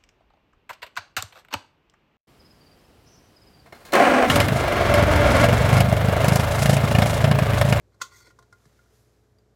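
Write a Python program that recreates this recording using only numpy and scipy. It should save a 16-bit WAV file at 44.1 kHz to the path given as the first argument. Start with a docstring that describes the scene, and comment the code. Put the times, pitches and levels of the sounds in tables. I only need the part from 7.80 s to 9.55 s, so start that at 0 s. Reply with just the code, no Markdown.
"""Straw through a soda can lid

A plastic straw is pushed into a soda can on a kitchen counter, heard from close by. The lid
buckles with a sharp pop. The straw knocks on the metal and rubs on the rim, so the can rings,
rasps and squeaks. The stirred soda fizzes as its bubbles burst, then settles. Handling the can
adds dull bumps, and an appliance hums low in the small room."""
import sys
import numpy as np
from scipy import signal
from scipy.fft import rfft, irfft
from scipy.io import wavfile
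from scipy.ndimage import uniform_filter1d

SR = 44100
rng = np.random.default_rng(int(sys.argv[2]) if len(sys.argv) > 2 else 0)


def digitize_waveform(pressure):
    """Quantize a signal to 16-bit integers and store it at the path in sys.argv[1].

    Rows of a 2-D input are taken as channels; values are limited to [-1, 1].
    """
    field = np.atleast_2d(pressure).T
    bounded = np.clip(field, -1, 1)
    quanta = np.round(bounded * 32767).astype(np.int16)
    wavfile.write(sys.argv[1], SR, quanta)


N = 77175  # 1.75 seconds

# A fade time is how long a sound takes to drop by 60 dB. A spectrum sets the tone of a noise.
# The notes of the can when it rings freely: pitch_hz, relative_db, fade_s
CAN_NOTES = [(538, -15.5, .09), (1064, 0.5, 0.088), (1163, 1.5, 0.056), (1422, 2.5, 0.096),
             (1470, -18, 0.031), (1913, -11, 0.036), (2060, -10, 0.068), (3110, 2, .08), (3484, -17, 0.085),
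             (4014, -3.5, 0.09), (4640, -0.5, .11), (4820, -6.5, .11), (5970, -11, 0.11), (6570, -1, 0.054),
             (7155, -1, 0.044)]
REGISTER_EDGES_HZ = (1300, 2500)  # split those notes into low, middle and high
# Spectrum of the thin metal wall's many crowded notes: pitch_hz, relative_db
SHELL_SPECTRUM = [(200, -11.5), (330, -9), (600, -21), (770, -24), (1100, -11), (1600, -17.5), (2000, 1),
                  (2330, -20), (2570, 0.5), (2850, -12), (3200, 0.5), (4600, -2.5), (5100, -4.5), (6000, 3),
                  (7000, 1), (8300, -6.5), (10000, -13.5), (15500, -17)]
# Brief swings of the buckling lid: pitch_hz, level_before_fade_db, length_s
LID_SWINGS = [(534, -48, 0.018), (1084, -31.5, 0.017), (1420, -24, 0.01), (1977, -31.5, 0.0097)]
# Snaps of the lid giving way: start_s, level_db
LID_SNAPS = [(.2140, -35.5), (0.2168, -27), (0.219, -28.5)]
POP_START_S, SNAP_RISE_S, TAP_RISE_S = 0.2143, 0.00071, 0.00074

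# Knocks of the straw: start_s, low_db, middle_db, high_db, tick_db, share_of_free_fade_time
STRAW_TAPS = [(0.121, -71.5, -72, -88, -82, 0.47), (.144, -67, -75, -88, -67, 0.49),
              (.2025, -56.5, -62, -71, -76, 0.52), (0.319, -56, -58, -73, -80, 0.78),
              (.407, -60, -56.5, -83, -81, 0.71), (0.471, -71, -56.5, -76, -60, 0.8),
              (0.505, -59, -59, -70, -74, 0.53), (0.5885, -48.5, -54, -84, -51, 0.48),
              (0.6246, -67, -64.5, -79, -56, 0.85), (0.726, -59, -49.5, -78, -52, .85),
              (0.854, -67, -71, -82, -56, 0.77), (0.991, -73, -58, -79, -78, 0.67),
              (1.059, -72, -65.5, -90, -82, 0.51)]
# Spectrum of the tick of plastic on metal: pitch_hz, relative_db
TICK_SPECTRUM = [(300, 6.5), (700, 5.5), (2000, 3), (2500, -17), (3000, -11), (3800, 1), (5400, 2),
                 (6400, -1), (8000, -3.5), (11000, -10.5), (15500, -17)]
# How loud the rubbing is over time: time_s, ring_db, rasp_db
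SCRAPE_LEVELS = [(.10, -95, -100), (.125, -80, -91), (.148, -70, -84), (.168, -90, -101.5),
                 (.195, -94, -85), (.212, -46, -61), (.265, -62.5, -68), (.305, -70, -71.5),
                 (.325, -57.5, -64), (.365, -61.5, -59.5), (.395, -62.5, -59.5), (.44, -64, -68.5),
                 (.475, -55, -71), (.495, -70, -69), (.512, -62.5, -72), (.535, -90, -97),
                 (.58, -100, -100)]
# Spectrum of the straw's rasp: pitch_hz, relative_db
RASP_SPECTRUM = [(400, -11), (800, -46), (1100, 3), (2000, -10), (2800, -23), (3500, 1), (4400, -1),
                 (5100, -1), (6300, 6.5), (7500, 1), (9000, -5.5), (11000, -8.5), (13900, -7.5),
                 (15500, -10)]
# The notes of the can with the straw pressed on it: pitch_hz, width_hz, relative_db
RUBBED_NOTES = [(1050, 120, -7), (1411, 31, -.5), (1914, 49, -5.5), (2052, 41, -3.5), (3345, 82, -10),
                (4107, 69, -10.5), (4510, 86, -9.5), (5320, 50, -13), (6450, 22, -24), (8130, 180, -16)]
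# Squeaks as the straw catches: middle_s, pitch_hz, level_db, length_s
STRAW_SQUEAKS = [(0.33, 4480, -66, 0.064), (0.352, 1980, -62.5, 0.053), (0.371, 6560, -60, 0.062),
                 (.374, 13850, -68, 0.092), (0.42, 4500, -65, 0.072), (0.467, 4270, -64, 0.06)]
SLIPS_PER_S, SCRAPE_WOBBLE_DB, SQUEAK_WANDER_HZ, SQUEAK_FLUTTER_DB = 2600, 0.3, 70.3, 3

# How loud the fizz is over time: time_s, foam_db, spray_db
FIZZ_LEVELS = [(0, -95, -100), (.3, -79, -85), (.58, -75, -102), (.7, -77.5, -94), (.79, -72, -81),
               (.85, -70, -79), (.95, -69.5, -85), (1.03, -71, -79.5), (1.09, -72.5, -85),
               (1.15, -68.5, -73), (1.21, -73.5, -73.5), (1.28, -74.5, -79.5), (1.35, -75, -84),
               (1.43, -81, -84.5), (1.75, -95, -97)]
# Spectrum of the bursting foam: pitch_hz, relative_db
FOAM_SPECTRUM = [(700, 1.5), (1300, 5), (2100, 1.5), (2800, -2.5), (4200, -1), (7000, -1.5), (9000, -8),
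                 (15500, -11)]
# Spectrum of the finest spray: pitch_hz, relative_db
SPRAY_SPECTRUM = [(2000, -16), (5000, 9), (8000, 3), (12000, 7), (15500, -8.5)]
BURSTS_PER_S = 9000
# One larger bubble: start_s, pitch_hz, level_db, fade_s
BIG_BUBBLE = [(1.585, 4760, -62, 0.031)]

# Dull bumps of hand and can on the counter: start_s, pitch_hz, level_db, fade_s
COUNTER_BUMPS = [(0.447, 442, -52.5, 0.072), (.474, 540, -51.5, 0.038), (.481, 308, -52, 0.043),
                 (.591, 436, -59.5, 0.088), (.595, 690, -68.5, 0.33), (.859, 138, -47.5, 0.074),
                 (1.125, 433.4, -58, 0.16)]
# The tones of the appliance hum: pitch_hz, level_db
HUM_TONES = [(59.5, -67.5), (119.9, -71), (211.8, -80.5), (359, -79.5), (422, -74)]
# Spectrum of the room's still air: pitch_hz, relative_db
AIR_SPECTRUM = [(25, -37), (42, -30), (56, -8), (78, -4.5), (100, 6), (135, -6.5), (280, -9.5), (420, -8),
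                (650, -13), (900, -19), (1700, -24), (2700, -31), (4500, -31), (7500, -33), (9000, -39.5),
                (14000, -40), (15500, -57)]
# Spectrum of the room's echo: pitch_hz, relative_db
ECHO_SPECTRUM = [(200, 3), (6000, -5), (15000, -6.5)]
AIR_DB, ECHO_DB = -65, -15.5
BASS_CUT_HZ, TREBLE_CUT_HZ = 42, 15600


def lid_pop():
    """The lid buckles with a few sharp snaps and leaves the whole can ringing."""
    out = can_ring(POP_START_S, register_db=(-36, -40.5, -44), fade_share=0.75)
    out += undb(-38.5) * decay(POP_START_S, fade_s=0.16, rise_s=SNAP_RISE_S) * noise(SHELL_SPECTRUM)
    for pitch_hz, level_db, length_s in LID_SWINGS:
        shape = swell(POP_START_S, length_s) * decay(POP_START_S, 5.6 * length_s, SNAP_RISE_S)
        out += undb(level_db) * shape * tone(POP_START_S, pitch_hz)
    for start_s, level_db in LID_SNAPS:
        out += undb(level_db) * decay(start_s, fade_s=0.035, rise_s=SNAP_RISE_S) * noise(SHELL_SPECTRUM)
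    return out


def can_ring(start_s, register_db, fade_share):
    """A struck can sounds all its notes at once. A smaller fade_share stops them sooner."""
    out = 0
    for pitch_hz, note_db, fade_s in CAN_NOTES:
        register = np.searchsorted(REGISTER_EDGES_HZ, pitch_hz)  # 0 low, 1 middle, 2 high
        out += ring(start_s, pitch_hz, note_db + register_db[register], fade_s * fade_share, TAP_RISE_S)
    return out


def straw_taps():
    """Each knock makes a bright tick and a ring, cut short by the hand on the can."""
    tick = noise(TICK_SPECTRUM)
    out = 0
    for start_s, low_db, middle_db, high_db, tick_db, fade_share in STRAW_TAPS:
        out += can_ring(start_s, (low_db, middle_db, high_db), fade_share)
        out += undb(tick_db) * decay(start_s, fade_s=0.045, rise_s=TAP_RISE_S) * tick
    return out


def straw_scrape():
    """The straw sticks and slips on the rim. 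The tiny jerks rasp and also make the can ring."""
    slips = clicks(SLIPS_PER_S) * undb(SCRAPE_WOBBLE_DB * wander(60))
    ringing = 0
    for pitch_hz, width_hz, level_db in RUBBED_NOTES:
        note_filter = signal.iirpeak(pitch_hz, pitch_hz / width_hz, fs=SR)
        ringing += undb(level_db) * unit(signal.lfilter(*note_filter, slips))
    ringing = unit(signal.sosfilt(signal.butter(2, 800, "high", fs=SR, output="sos"), ringing))
    rasp = colour(slips, RASP_SPECTRUM)
    return level_curve(SCRAPE_LEVELS, column=1) * ringing + level_curve(SCRAPE_LEVELS, column=2) * rasp


def straw_squeaks():
    """The plastic catches on the rim and gives short, unsteady tones."""
    out = 0
    for middle_s, pitch_hz, level_db, length_s in STRAW_SQUEAKS:
        wavering_hz = pitch_hz + SQUEAK_WANDER_HZ * wander(330)
        phase = 2 * np.pi * np.cumsum(wavering_hz) / SR
        gain = undb(level_db + SQUEAK_FLUTTER_DB * wander(250))
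        out += gain * swell(middle_s - length_s / 2, length_s) * np.sin(phase)
    return out


def soda_fizz():
    """Thousands of tiny bubbles burst as the foam rises and settles."""
    foam = level_curve(FIZZ_LEVELS, column=1) * colour(clicks(BURSTS_PER_S), FOAM_SPECTRUM)
    spray = level_curve(FIZZ_LEVELS, column=2) * colour(clicks(BURSTS_PER_S), SPRAY_SPECTRUM)
    return foam + spray


def big_bubble():
    """A larger bubble bursts with a click and a short ping."""
    out = 0
    for start_s, pitch_hz, level_db, fade_s in BIG_BUBBLE:
        click = undb(level_db - 4) * decay(start_s, fade_s=0.032, rise_s=0.0003) * noise(FOAM_SPECTRUM)
        out += click + ring(start_s, pitch_hz, level_db, fade_s, rise_s=0.0004)
    return out


def counter_bumps():
    """Handling the can makes low knocks, softened by their slower rise."""
    return sum(ring(*bump, rise_s=0.0027) for bump in COUNTER_BUMPS)


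def room_echo(sound):
    """The wall, counter and room send back a short, quieter wash of the sound."""
    tail = noise(ECHO_SPECTRUM) * decay(start_s=0.0084, fade_s=0.19, rise_s=0.0015)
    tail /= np.sqrt(np.sum(tail ** 2))
    return undb(ECHO_DB) * signal.fftconvolve(sound, tail)[:N]


def hum_and_air():
    """An appliance hums, wavering slightly, over the faint noise of the room's air."""
    hum = 0
    for pitch_hz, level_db in HUM_TONES:
        gain = undb(level_db + 1.43 * wander(6))
        phase = 2 * np.pi * pitch_hz * clock() + 0.23 * wander(5.11)
        hum += np.sqrt(2) * gain * np.sin(phase)
    return hum + undb(AIR_DB) * noise(AIR_SPECTRUM)


def undb(db):
    """Turn decibels into a gain, the number to multiply a sound by."""
    return 10 ** (np.asarray(db) / 20)


def unit(sound):
    """Scale a sound to an average strength (rms) of 1."""
    return sound / np.sqrt(np.mean(sound ** 2))


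def clock():
    """The time of every sample, in seconds."""
    return np.arange(N) / SR


def level_curve(table, column):
    """A gain that glides through the levels in one column of a table."""
    rows = np.array(table)
    return undb(np.interp(clock(), rows[:, 0], rows[:, column]))


def colour(sound, spectrum):
    """Shape a sound's bass and treble with a spectrum, then scale it to strength 1."""
    pitch_hz, level_db = np.array(spectrum).T
    every_hz = np.maximum(np.arange(N // 2 + 1) * SR / N, 1)
    gain = undb(np.interp(np.log(every_hz), np.log(pitch_hz), level_db))
    return unit(irfft(rfft(sound) * gain, N))


def noise(spectrum):
    """Steady noise with the given spectrum, at strength 1."""
    return colour(rng.standard_normal(N), spectrum)


def wander(steps_per_s):
    """A smooth random drift, about 1 in size."""
    hold = int(SR / steps_per_s)
    steps = np.repeat(rng.standard_normal(N // hold + 1), hold)
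    return unit(uniform_filter1d(uniform_filter1d(steps, hold), hold)[:N])


def clicks(per_s, scatter_db=1.5):
    """Tiny clicks at random times, many weak and a few stronger."""
    size = undb(scatter_db * np.minimum(rng.exponential(size=N), 4))
    happens = rng.random(N) < per_s / SR
    return happens * rng.choice([-1, 1], N) * size


def decay(start_s, fade_s, rise_s):
    """The loudness shape of a hit: a quick rise, then a fade."""
    age_s = np.maximum(clock() - start_s, 0)
    return (1 - np.exp(-age_s / rise_s)) * np.exp(-np.log(1000) * age_s / fade_s)


def swell(start_s, length_s):
    """A loudness shape that rises and falls once."""
    return np.sin(np.pi * np.clip((clock() - start_s) / length_s, 0, 1))


def tone(zero_s, pitch_hz):
    """A steady pure tone of strength 1 whose wave crosses zero at zero_s."""
    return np.sqrt(2) * np.sin(2 * np.pi * pitch_hz * (clock() - zero_s))


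def ring(start_s, pitch_hz, level_db, fade_s, rise_s):
    """One struck note that dies away."""
    return undb(level_db) * decay(start_s, fade_s, rise_s) * tone(start_s, pitch_hz)


def scene():
    """Mix the can, straw and soda with the room, in one channel."""
    close = lid_pop() + straw_taps() + straw_scrape() + straw_squeaks()
    close += soda_fizz() + big_bubble() + counter_bumps()
    return (close + room_echo(close) + hum_and_air())[None]


def record(dry):
    """Cut away the deepest bass and the highest treble."""
    bass_cut = signal.butter(4, BASS_CUT_HZ, "high", fs=SR, output="sos")
    treble_cut = signal.ellip(10, 0.2, 70, TREBLE_CUT_HZ, fs=SR, output="sos")
    return signal.sosfilt(treble_cut, signal.sosfilt(bass_cut, dry))


dry = scene()
out = record(dry)
digitize_waveform(out)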